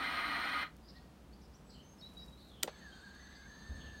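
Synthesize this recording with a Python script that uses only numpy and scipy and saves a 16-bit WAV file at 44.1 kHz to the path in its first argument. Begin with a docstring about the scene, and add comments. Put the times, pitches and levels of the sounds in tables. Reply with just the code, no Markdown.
"""Beside a brick wall, one microphone on a parked motorcycle as it is switched on.
A small geared servo whirrs, its teeth ringing the housing, and stops; distant birds sing in the pause.
A relay snaps, then the fuel pump primes: fuel hisses through the lines with a gliding whistle.
Late on comes a dull thump some way off. Far traffic rumbles quietly under it all."""
import sys
import numpy as np
from scipy import signal
from scipy.fft import rfft, irfft
from scipy.io import wavfile

SR = 44100
rng = np.random.default_rng(int(sys.argv[2]) if len(sys.argv) > 2 else 0)


def persist_wave(psi):
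    """Save psi, clipped to +-1, as 16-bit WAV."""
    counts = np.round(np.clip(psi, -1, 1) * 32767).astype(np.int16)
    wavfile.write(sys.argv[1], SR, np.atleast_2d(counts).T)


N = 176400


def undb(db):
    return 10 ** (np.asarray(db) / 20)


def unit(x):
    return x / (np.std(x) + 1e-12)


def clock():
    return np.arange(N) / SR


def white():
    return rng.standard_normal(N)


def drift(rate_hz):
    """Smooth random drift with a spread of 1."""
    f = np.arange(N // 2 + 1) * SR / N
    return unit(irfft(rfft(white()) / (1 + (f / rate_hz) ** 4), N))


def colour(x, points):
    """Shapes a sound by (f/Hz, gain/dB) points, to rms 1."""
    hz, db = np.array(points).T
    f = np.arange(N // 2 + 1) * SR / N
    gain = undb(np.interp(np.log(f + 1), np.log(hz), db))
    return unit(irfft(rfft(x) * gain, N))


def resonate(x, hz, width_hz):
    """One steep resonance, gain 1 at its centre."""
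    b, a = signal.iirpeak(hz, hz / (1.39 * width_hz), fs=SR)
    return signal.lfilter(b, a, signal.lfilter(b, a, x))


def envelope(start, attack, hold, t60):
    """Linear attack, hold, exponential release."""
    t = clock() - start
    return np.clip(t / attack, 0, 1) * np.exp(-np.log(1000) * np.maximum(t - attack - hold, 0) / t60)


def tone(hz):
    """A sine of rms 1 that follows a pitch curve."""
    return np.sqrt(2) * np.sin(2 * np.pi * np.cumsum(hz) / SR)


def follow(table):
    """One curve for each column after the times."""
    times, *columns = np.array(table).T
    return [np.interp(clock(), times, column) for column in columns]


def echo(x, t60):
    """Diffuse reflections from walls and ground."""
    tail = white() * envelope(0.00067, 0.0017, 0, t60)
    return signal.fftconvolve(x, tail / np.linalg.norm(tail))[:N]


# servo housing resonances: f/Hz, width/Hz, relative level/dB
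HOUSING_MODES = [(285, 60, -13), (770, 40, -11), (1138, 24, -7), (1246, 26, 3), (1416, 16, -2),
                 (1458, 13, -1), (1604, 22, -7), (1829, 20, -2), (1941, 27, -1), (2070, 30, -1),
                 (2100, 18, -5), (2142, 16, -4), (2340, 36, -6), (2461, 11, -9), (2895, 14, -8),
                 (3220, 40, -10), (3957, 16, -8), (4133, 44, -9)]
# gear rasp spectrum: f/Hz, relative level/dB
RASP_SPECTRUM = [(60, -23), (250, -11), (470, -14.5), (800, -5.5), (1100, -3.5), (1400, -1), (2200, -4.5),
                 (2650, -9.5), (3100, -7), (3500, -11.5), (4300, -11), (4550, -20), (5800, -26.5),
                 (6700, -35.5), (16000, -35)]
# thin treble resonances: f/Hz, width/Hz, level/dB
TREBLE_MODES = [(11630, 160, -79), (13157, 60, -83), (13940, 120, -83)]

def servo(stop_s=0.631, tooth_hz=520, drive_hz=4390):
    """Uneven gear teeth rasp and ring the housing; the drive tone cuts off and the gears die away."""
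    teeth = np.cumsum(tooth_hz * (1 + 0.11 * drift(150))) / SR
    mesh = np.exp(-(teeth % 1) / 0.62) * undb(.5 * drift(360))
    ring = sum(undb(db) * resonate(mesh * white(), hz, width) for hz, width, db in HOUSING_MODES)
    rasp = mesh * white()
    gears = undb(-40) * unit(ring)
    gears += undb(-41.5) * colour(rasp + undb(-4) * echo(rasp, t60=0.064), RASP_SPECTRUM)
    gears += sum(undb(db) * unit(resonate(rasp, hz, width)) for hz, width, db in TREBLE_MODES)
    pitch = drive_hz + 6 * drift(60)  # the switched motor current sings
    drive = undb(-62.5) * tone(pitch) + undb(-67) * tone(2 * pitch)
    running = lambda t60: envelope(0, 0.00037, stop_s, t60)
    return gears * undb(.5 * drift(25)) * running(t60=0.16) + drive * running(t60=.02)


# far traffic spectrum: f/Hz, relative level/dB
TRAFFIC_SPECTRUM = [(12, -41), (20, -25), (55, 0.5), (77, -8), (107, -7), (150, -2), (204, -2.5),
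                    (377, -10), (660, -14.5), (718, -14), (780, -15.5), (1480, -21.5), (2140, -26.5),
                    (3950, -28.5), (6910, -35), (14700, -40.5), (16000, -39)]

def outdoors():
    """The bed of the place: distant traffic and a low wavering hum."""
    hum = undb(-62.5) * unit(resonate(white(), hz=63.6, width_hz=14.4))
    overtone = undb(-69.5) * unit(resonate(white(), hz=199.8, width_hz=25))
    traffic = undb(-59 + .5 * drift(1.7)) * colour(white(), TRAFFIC_SPECTRUM)
    return traffic + hum + overtone


# faint ticks: t/s, level/dB
FAINT_TICKS = [(.766, -56.5), (3.15, -61), (3.772, -66)]
# tick and fizz spectrum: f/Hz, relative level/dB
TICK_SPECTRUM = [(2000, -23), (5500, 3), (12000, 1), (16000, -9)]

def ticks():
    """A few tiny ticks, and a faint crackly fizz before the relay."""
    pulses = sum(undb(db) * envelope(start, 0.00037, 0, t60=0.0073) for start, db in FAINT_TICKS)
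    fizz = undb(-80.5 + 6 * drift(170)) * envelope(start=1.82, attack=0.29, hold=0.36, t60=.6)
    return (pulses + fizz) * colour(white(), TICK_SPECTRUM)


# bird notes: t/s, length/s, start f/Hz, end f/Hz, level/dB, pitch scatter/Hz
BIRD_GLIDES = [(.825, 0.062, 4760, 5100, -70, 120), (0.873, 0.047, 4890, 4690, -62.5, 330),
               (0.948, .045, 3840, 4300, -65.5, 360), (0.938, 0.061, 1822, 1926, -66, 35),
               (1.324, 0.026, 4200, 4950, -64.5, 136), (1.409, 0.063, 5520, 4720, -71, 520),
               (1.525, 0.052, 5100, 5850, -71, 300), (1.55, .03, 6950, 7900, -77, 110),
               (1.642, 0.14, 7840, 7600, -78.5, 59), (1.692, 0.088, 4570, 4260, -65.5, 330),
               (1.736, 0.095, 3040, 3024, -67, 120), (1.82, .07, 6240, 6260, -73.5, 23),
               (1.878, 0.078, 6380, 6410, -70.5, 17), (1.979, 0.044, 5170, 5490, -64, 50),
               (2.007, .014, 5080, 3660, -60.5, 35), (2.016, 0.068, 3757, 4020, -55.5, 13),
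               (2.164, 0.086, 3877, 3874, -56, 10), (2.175, 0.082, 4340, 5610, -70, 350),
               (2.265, 0.033, 3920, 3730, -62, 12), (2.319, 0.033, 3890, 3870, -62.5, 12),
               (2.366, .15, 4060, 3940, -68, 253), (2.504, 0.12, 3540, 3070, -64.5, 146),
               (2.914, 0.032, 3200, 3140, -60.5, 52), (3.343, 0.04, 4750, 4430, -62.5, 170),
               (3.785, 0.13, 3350, 2940, -64.5, 200)]

def birds(fade_s=0.015):
    """Whistled and buzzy glides, far from the microphone, with their echo."""
    t, song = clock(), np.zeros(N)
    warble, flutter = drift(252), undb(2 * drift(45))
    for start, length, from_hz, to_hz, db, scatter in BIRD_GLIDES:
        note = (t > start) & (t < start + length)
        age = t[note] - start
        fade = np.clip(np.minimum(age, length - age) / min(fade_s, length / 2), 0, 1)
        glide = from_hz + (to_hz - from_hz) * age / length
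        song[note] += undb(db) * fade * tone(glide + scatter * warble[note])
    song *= flutter
    return song + undb(-4) * echo(song, t60=0.49)


# relay contacts: t/s, hold/s, level/dB, t60/s
RELAY_CONTACTS = [(2.6287, 0.0013, -33, .012), (2.632, 0.0016, -23.5, 0.0046)]
# snap spectrum: f/Hz, relative level/dB
SNAP_SPECTRUM = [(200, -30), (700, -12), (1500, -8), (2300, -4), (2900, 1.5), (3900, 1.5), (5000, -7),
                 (6300, -3.5), (8000, 1), (11000, -10.5), (16000, -3)]
# relay case modes: f/Hz, relative level/dB, t60/s
CASE_MODES = [(1380, 3, 0.039), (1940, 7, 0.023), (2410, -11, .025), (2680, 0, 0.016), (3820, -2, 0.036),
              (5960, -17, 0.036), (6255, -1, 0.022), (7450, -2, 0.019), (8000, -12, .025),
              (12060, -9, 0.02), (13890, -14, .022)]

def relay():
    """The armature touches, then snaps home and rings its case; the wall throws the click back."""
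    t = clock()
    force = sum(undb(db) * envelope(start, 0.00026, hold, t60) for start, hold, db, t60 in RELAY_CONTACTS)
    snap = force * colour(white(), SNAP_SPECTRUM)
    case = sum(undb(db - 60 * t / t60) * np.sin(2 * np.pi * hz * t) for hz, db, t60 in CASE_MODES)
    click = snap + undb(-13) * signal.fftconvolve(snap, case / np.linalg.norm(case))[:N]
    return click + undb(-17) * echo(click, t60=0.1)


# dull knocks in the frame: t/s, attack/s, t60/s, level/dB, centre f/Hz
FRAME_KNOCKS = [(2.636, 0.0032, 0.14, -45, 365), (2.676, .005, 0.06, -40, 680),
                (2.674, 0.0025, 0.084, -47.5, 2500)]

def frame_knocks():
    """The frame answers the relay and the pump's first kick."""
    return sum(undb(db) * envelope(start, attack, 0, t60) * unit(resonate(white(), hz, 0.87 * hz))
               for start, attack, t60, db, hz in FRAME_KNOCKS)


# fuel line resonances: f/Hz, width/Hz, relative level/dB
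LINE_MODES = [(1690, 94, 6), (3040, 37, -8.5), (3690, 97, -3.5), (4220, 90, -5), (4425, 39, 4),
              (4650, 54, -9), (6330, 190, -11), (7670, 60, -10)]
# fuel hiss spectrum: f/Hz, relative level/dB
HISS_SPECTRUM = [(300, -20), (1000, 5.5), (1600, 5.5), (2200, -5.5), (3000, -2.5), (3800, 2.5), (4500, 1),
                 (5200, -13), (6600, -10), (9000, -39), (16000, -40)]
# rotor turning rate: t/s, f/Hz
ROTOR_SPEED = [(2.7, 120), (2.8, 126), (2.92, 131.5), (3.08, 131), (3.2, 127), (3.42, 124), (3.56, 127),
               (3.7, 128.5), (4.0, 128)]
# rotor overtones: multiple of the turning rate, level/dB
ROTOR_ORDERS = [(28, -81), (32, -79), (36, -79), (52, -85.5), (64, -84.5)]
# fuel whistle: t/s, f/Hz, level/dB, pitch scatter/Hz
FUEL_WHISTLE = [(2.72, 2338, -74, 50), (2.78, 2068, -80, 41), (2.83, 1838, -63.5, 37),
                (2.87, 1676, -56, 16), (2.93, 1543, -65, 22), (3.02, 1495, -63, 28), (3.045, 1670, -60, 13),
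                (3.08, 1590, -60.5, 17), (3.14, 1608, -59, 21), (3.22, 1710, -70, 90),
                (3.42, 1657, -63.5, 56.7), (3.56, 1741, -65.5, 63.5), (3.64, 1785, -61.5, 13.7),
                (3.82, 1770, -59.5, 9.7), (4.0, 1740, -59.5, 21)]
# thin upper whistle: t/s, f/Hz, level/dB
UPPER_WHISTLE = [(2.72, 6280, -73), (2.85, 6400, -76), (2.93, 6230, -84), (3.1, 6450, -85),
                 (3.22, 6220, -70), (3.33, 6200, -77), (3.48, 6330, -71.5), (3.57, 6320, -69),
                 (3.68, 6370, -68), (4.0, 6440, -71.5)]
# faint rising whistle: t/s, f/Hz, level/dB
FAINT_WHISTLE = [(3.12, 1800, -95), (3.2, 1890, -67), (3.35, 1997, -73), (3.46, 2178, -71),
                 (3.5, 2200, -100)]

def fuel_pump():
    """The rotor whines; fuel hisses through the lines and whistles, steadying as the pressure builds."""
    lines = sum(undb(db + 1.4 * drift(12)) * resonate(white(), hz, width) for hz, width, db in LINE_MODES)
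    hiss = colour(white(), HISS_SPECTRUM) * undb(-66.5 + 0.92 * drift(13))
    flow = hiss + undb(-64.5) * unit(lines)
    rotor_hz = follow(ROTOR_SPEED)[0] * (1 + 0.00594 * drift(140))
    whine = sum(undb(db + 4 * drift(18)) * tone(order * rotor_hz) for order, db in ROTOR_ORDERS)
    hz, db, scatter = follow(FUEL_WHISTLE)
    whistle = undb(db + 3.06 * drift(60)) * tone(hz + scatter * drift(113.6))
    hz, db = follow(UPPER_WHISTLE)
    upper = undb(db + 2.7 * drift(35)) * tone(hz + 45 * drift(113))
    hz, db = follow(FAINT_WHISTLE)
    rising = undb(db + 3 * drift(40)) * tone(hz + 55 * drift(117))
    return (flow + whine + whistle + upper + rising) * envelope(start=2.675, attack=.015, hold=2, t60=.1)


# spectrum of the thump's echo: f/Hz, relative level/dB
RUMBLE_SPECTRUM = [(20, -34), (45, -6), (70, 3), (110, -6), (200, -12.5), (500, -24.5), (1200, -41),
                   (5000, -80)]

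def thump(start_s=3.69, hz=67):
    """A dull boom, perhaps a door some way off, and its rumbling echo."""
    boom = -np.cos(2 * np.pi * hz * (clock() - start_s)) * envelope(start_s, 0.0095, 0.02, t60=.17)
    rumble = colour(white(), RUMBLE_SPECTRUM) * envelope(start_s, 0.0077, 0, t60=1.46)
    return undb(-37) * boom + undb(-47) * rumble


def scene():
    """Everything that reaches the microphone, in mono."""
    return (servo() + birds() + relay() + frame_knocks() + fuel_pump()
            + ticks() + thump() + outdoors())[None]


def record(dry):
    """The recorder cuts the top above 15.8 kHz."""
    return signal.sosfilt(signal.ellip(10, .2, 70, 15800, fs=SR, output="sos"), dry)


dry = scene()
out = record(dry)
persist_wave(out)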